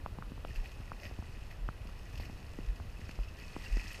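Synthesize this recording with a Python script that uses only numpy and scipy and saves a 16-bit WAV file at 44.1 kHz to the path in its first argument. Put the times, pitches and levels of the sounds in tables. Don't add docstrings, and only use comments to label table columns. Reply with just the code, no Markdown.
import sys
import numpy as np
from scipy import signal
from scipy.fft import rfft, irfft, next_fast_len
from scipy.io import wavfile
from scipy.ndimage import map_coordinates

SR = 44100
rng = np.random.default_rng(int(sys.argv[2]) if len(sys.argv) > 2 else 0)


def generate_wav(sig):
    pcm = np.round(np.clip(np.atleast_2d(sig).T, -1, 1) * 32767).astype(np.int16)
    wavfile.write(sys.argv[1], SR, pcm)


N = 176400
T = np.arange(N) / SR

# time_s, level_db
WASH_LEVEL = [(0, -71), (.36, -70.5), (.5, -61), (.68, -62), (.9, -63.5), (1.3, -62.5), (1.48, -62.5),
              (1.6, -69.5), (1.9, -65.5), (2.16, -61), (2.42, -64), (2.6, -61), (2.86, -65.5),
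              (3.06, -59.5), (3.33, -63.5), (3.53, -56), (3.63, -54), (3.8, -51), (4, -52.5)]
# peak_s, level_db, rise_s, fall_s
SPLASHES = [(.51, -67, .008, .012), (0.563, -49, 0.0082, 0.02), (.66, -55.5, 0.015, 0.036),
            (0.813, -59, 0.0023, 0.0049), (1.062, -51, 0.04, 0.028), (1.519, -52.5, .008, 0.0076),
            (2.135, -57, 0.0088, 0.011), (2.211, -50, 0.0072, 0.039), (3.094, -48.5, 0.0018, 0.0023),
            (3.16, -60, .008, .012), (3.391, -53.5, 0.0051, 0.053), (3.6, -57, 0.011, .015),
            (3.65, -53, 0.014, 0.018), (3.803, -52, 0.0064, 0.013), (3.92, -48, 0.0096, .01)]
# frequency_hz, gain_db
WASH_TONE = [(500, 0.5), (2500, 1), (5000, -1), (8000, 6.5), (13000, -7.5)]
WAVELET_TONE = [(500, -3), (2000, -13), (2700, 0), (4500, -1), (8000, -2), (13000, -6)]
SPLASH_TONE = [(500, -0.42), (2500, 1), (5000, -1.7), (8000, -2.3), (13000, -1.2)]

def swimmer():
    wash_level = amp(np.interp(T, *np.transpose(WASH_LEVEL)))
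    wavelet_level = wash_level * np.sqrt(wavelet_power())
    splash_power = sum((amp(db) * swell(s, rise, fall)) ** 2 for s, db, rise, fall in SPLASHES)
    wash = wash_level * spray(WASH_TONE)
    wavelets = wavelet_level * spray(WAVELET_TONE)
    splashes = np.sqrt(splash_power) * spray(SPLASH_TONE)
    flicker_db = -0.18 * wobble(per_s=45)
    return (wash + wavelets + splashes) * amp(flicker_db)


def wavelet_power(count=120, per_s=20, rise_s=0.00033, fall_s=0.0061):
    times = np.cumsum(rng.exponential(1 / per_s, count))
    sizes = amp(-1.5 + 4.5 * np.clip(rng.standard_normal(count), -2, 2))
    starts = np.bincount((times * SR).astype(int), sizes ** 2, N)[:N]
    t = T[:SR // 10]
    burst = 2 * (1 - np.exp(-t / rise_s)) * np.exp(-t / fall_s)
    return np.abs(signal.fftconvolve(starts, burst ** 2)[:N])


# frequency_hz, gain_db
WATER_TONE = [(200, -11.5), (500, -9), (1000, -12), (1500, -11.5), (2200, -7), (3200, -13), (5000, -11),
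              (7000, -22.5), (9000, -19.5), (10700, -23.5), (12300, -12.5), (14000, -27), (15000, -56)]

def spray(tone):
    fizz = rng.standard_normal(N) + amp(-2.5) * droplets()
    return unit(filtered(fizz, lambda hz: colour(WATER_TONE, hz) * colour(tone, hz) * case_ring(hz)))


def droplets(count=6000, per_s=900, middle_hz=3666, ring_cycles=13.6):
    t = np.arange(400) / SR
    gaps, strengths = -np.log(rng.random((count, 2))).T
    start_s = np.cumsum(gaps) / per_s
    hz = np.clip(middle_hz * np.exp(0.62 * rng.standard_normal(count)), 400, 14000)[:, None]
    size = amp(4 * np.minimum(strengths, 4))[:, None]
    fade = np.exp(-np.log(1000) * hz * t / ring_cycles)
    rings = size * np.sqrt(hz) * np.sin(2 * np.pi * hz * t) * fade
    samples = (start_s * SR).astype(int)[:, None] + np.arange(len(t))
    return unit(np.bincount(samples.ravel(), rings.ravel(), N)[:N])


# start_s, strength_db, pitch_hz
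BUBBLES = [(.506, -39, 1820), (0.558, -36, 2660), (2.969, -41.5, 2600), (3.28, -42, 2640),
           (3.436, -38.5, 2580), (3.661, -32.5, 2750)]

def bubbles(rise_s=0.0028, fall_s=0.004):
    out = np.zeros(N)
    for start_s, db, hz in BUBBLES:
        t = np.maximum(T - start_s, 0)
        shape = (1 - np.exp(-t / rise_s)) * np.exp(-t / fall_s)
        out += amp(db) * shape * np.sin(2 * np.pi * hz * t)
    return out


# peak_s, level_db, pitch_hz, length_s
GULPS = [(0.646, -60, 800, 0.029), (1.048, -53.5, 603, 0.042), (2.273, -59, 530, 0.017)]

def gulps():
    return sum(amp(db) * bell(T, s, length / 2) * noise(lambda hz: bell(hz, pitch, .15 * pitch))
               for s, db, pitch, length in GULPS)


# peak_s, level_db
TICKS = [(2.978, -67), (3.094, -71), (3.933, -50.5)]
# frequency_hz, gain_db
TICK_TONE = [(2000, -16), (8000, -10), (12500, 5), (15000, -11)]

def spray_ticks(fall_s=0.0012):
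    hiss = noise(lambda hz: colour(TICK_TONE, hz))
    return hiss * sum(amp(db) * swell(s, fall_s / 2, fall_s) for s, db in TICKS)


# centre_hz, width_hz, gain_db
CASE_RINGS = [(1740, 99, 5.5), (1932, 142, 9), (2530, 184, 9), (2817, 350, 6.5), (3660, 70, 2),
              (3700, 400, -4), (4490, 150, 5.5), (4935, 157, 5), (5200, 120, 0.5), (5380, 190, 8),
              (5600, 170, 0), (6520, 880, 6), (7580, 250, 3), (8140, 150, -2.5)]

def case_ring(hz):
    return amp(sum(db * bell(hz, centre, width / 2) for centre, width, db in CASE_RINGS))


# start_s, thud_db, thud_hz, body_db, click_db, click_hz, snap_db
KNOCKS = [(0.0612, -43, 130, -37.5, -31.5, 1140, -43.5), (0.1858, -35.5, 160, -66, -39.5, 1000, -52),
          (0.2239, -49, 153, -60, -36.5, 1200, -51), (0.3187, -35.5, 162, -50, -55, 1210, -67),
          (0.378, -46.5, 190, -52, -52.5, 1000, -66), (0.4493, -45, 145, -35, -40.5, 1380, -42),
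          (0.497, -43.5, 148, -56, -61, 1200, -60), (.789, -50, 170, -68, -60, 1230, -60),
          (0.918, -45, 173, -44.5, -33, 1240, -55), (1.112, -48, 225, -43.5, -55, 1000, -65),
          (1.1886, -35, 166, -48, -61, 1000, -62), (1.2248, -46, 170, -48, -49, 1250, -55),
          (1.6883, -35, 141, -41.5, -31, 1190, -63), (1.891, -47, 190, -66, -48, 1250, -58),
          (2.199, -45, 230, -41, -61, 1000, -43), (2.2974, -40.5, 190, -45.5, -59, 1000, -60),
          (2.328, -45, 237, -55, -65, 1000, -58), (2.5875, -33.5, 287, -58, -47.5, 1110, -58),
          (2.7999, -45, 220, -46, -47, 1200, -58), (2.993, -40.5, 190, -54, -59, 1200, -63),
          (3.0925, -39, 168, -46.5, -54, 1400, -41.5), (3.189, -42.5, 190, -42, -49, 1090, -55),
          (3.564, -34, 290, -44.5, -38, 1000, -60), (3.7685, -36, 284, -53, -51, 1070, -60)]
# thud_db, body_db, click_db
RATTLE_LEVELS = [-52, -63.5, -65.5]

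def mount_knocks(rattles=44, scatter_db=4):
    out = sum(knock(*row) for row in KNOCKS)
    times = rng.random(rattles) * N / SR
    levels = RATTLE_LEVELS + scatter_db * rng.standard_normal((rattles, 3))
    for s, (thud, body, click) in zip(times, levels):
        out += knock(s, thud, thud_hz=190, body_db=body, click_db=click, click_hz=1000, snap_db=-np.inf)
    return out


def knock(start_s, thud_db, thud_hz, body_db, click_db, click_hz, snap_db, boost_db=2.5):
    out, t = np.zeros(N + SR), np.arange(SR // 25) / SR
    tones = [(thud_hz, 0.0012, thud_db), (623, 0.00048, body_db),
             (click_hz, 0.00039, click_db), (2270, 0.00017, snap_db)]
    for k, (hz, swell_s, db) in enumerate(tones):
        age = t / swell_s
        shape = (age / 2) ** 2 * np.exp(2 - age)
        pitch = hz * np.exp(0.054 * rng.standard_normal())
        sag = 0.15 * (2 - age / 2) if k == 0 else 0
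        ring = shape * np.sin(2 * np.pi * pitch * t * (1 + sag))
        out[int(start_s * SR):][:len(t)] += (-1) ** k * amp(db + boost_db) * ring
    return out[:N]


# peak_s, level_db, pitch_hz, rise_s, fall_s
STEPS = [(.588, -26.5, 32.6, 0.012, 0.023), (1.643, -30.5, 39, 0.032, 0.043),
         (2.698, -24.5, 39.8, 0.015, 0.016), (3.209, -28, 42.6, 0.015, 0.021),
         (3.735, -23, 38.9, 0.015, 0.037)]

def footsteps():
    return sum(amp(db) * bell(T, s, np.where(T < s, rise, fall)) * np.sin(2 * np.pi * hz * (T - s))
               for s, db, hz, rise, fall in STEPS)


# peak_s, level_db, pitch_hz
BUMPS = [(0.043, -46, 71), (0.126, -44, 65), (.51, -37, 55), (0.799, -39, 89), (1.13, -37.5, 54.6),
         (1.199, -36.5, 73.5), (1.295, -39.5, 85.5), (1.425, -42, 59.5), (1.686, -42.5, 85),
         (1.819, -42, 82), (2.142, -43, 109), (2.195, -38.5, 65), (2.602, -41.5, 84), (2.81, -40, 84),
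         (3.041, -45.5, 75)]

def handling_bumps(fall_s=0.0085, boost_db=5.5):
    return sum(amp(db + boost_db) * swell(s, fall_s / 2, fall_s) * np.sin(2 * np.pi * hz * (T - s))
               for s, db, hz in BUMPS)


# time_s, level_db
RUMBLE_LEVEL = [(0.0, -48.5), (0.48, -48), (0.67, -50), (1.56, -50.5), (1.93, -49), (2.19, -48),
                (2.35, -48), (2.68, -49), (2.84, -49), (3.45, -51.5), (3.7, -49), (4.0, -52.5)]
# frequency_hz, gain_db
RUMBLE_TONE = [(15, -4.5), (35, 3), (58, -2), (85, -2), (130, -12), (250, -22.5), (500, -28), (1500, -54)]

def handling_rumble(boost_db=4):
    level_db = np.interp(T, *np.transpose(RUMBLE_LEVEL)) + boost_db
    return amp(level_db) * noise(lambda hz: colour(RUMBLE_TONE, hz))


# frequency_hz, gain_db
AIR_TONE = [(100, 5), (300, 0), (700, -1.5), (1300, -4.5), (2200, -11), (4000, -12.5), (7000, -26),
            (10000, -24.5), (14000, -27.5)]

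def air(hush_db=-57.5, whine_db=-89.5, whine_hz=10490):
    hush = amp(hush_db) * noise(lambda hz: colour(AIR_TONE, hz) * case_ring(hz) ** .5)
    return hush + amp(whine_db) * noise(lambda hz: bell(hz, whine_hz, width=30))


def amp(db):
    return 10 ** (np.asarray(db) / 20)


def unit(x):
    return x / np.sqrt(np.mean(x ** 2) + 1e-20)


def colour(tone, hz):
    points_hz, points_db = np.transpose(tone)
    return amp(np.interp(np.log(hz + 1), np.log(points_hz + 1), points_db))


def wobble(per_s):
    return map_coordinates(rng.standard_normal(int(N * per_s / SR) + 4), [T * per_s])


def filtered(x, gain):
    size = next_fast_len(N + SR // 2)
    return irfft(rfft(x, size) * gain(np.fft.rfftfreq(size, 1 / SR)), size)[:N]


def noise(gain):
    return unit(filtered(rng.standard_normal(N), gain))


def bell(x, centre, width):
    return np.exp(-.5 * ((x - centre) / width) ** 2)


def swell(peak_s, rise_s, fall_s):
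    return np.where(T < peak_s, bell(T, peak_s, rise_s), np.exp(-np.abs(T - peak_s) / fall_s))


def scene():
    background = air() + footsteps() + handling_rumble() + handling_bumps()
    water = swimmer() + gulps() + bubbles() + spray_ticks()
    return (background + water + mount_knocks())[None]


def record(dry):
    top_hz = 14950
    return filtered(dry[0], lambda hz: hz < top_hz)[None]


dry = scene()
out = record(dry)
generate_wav(out)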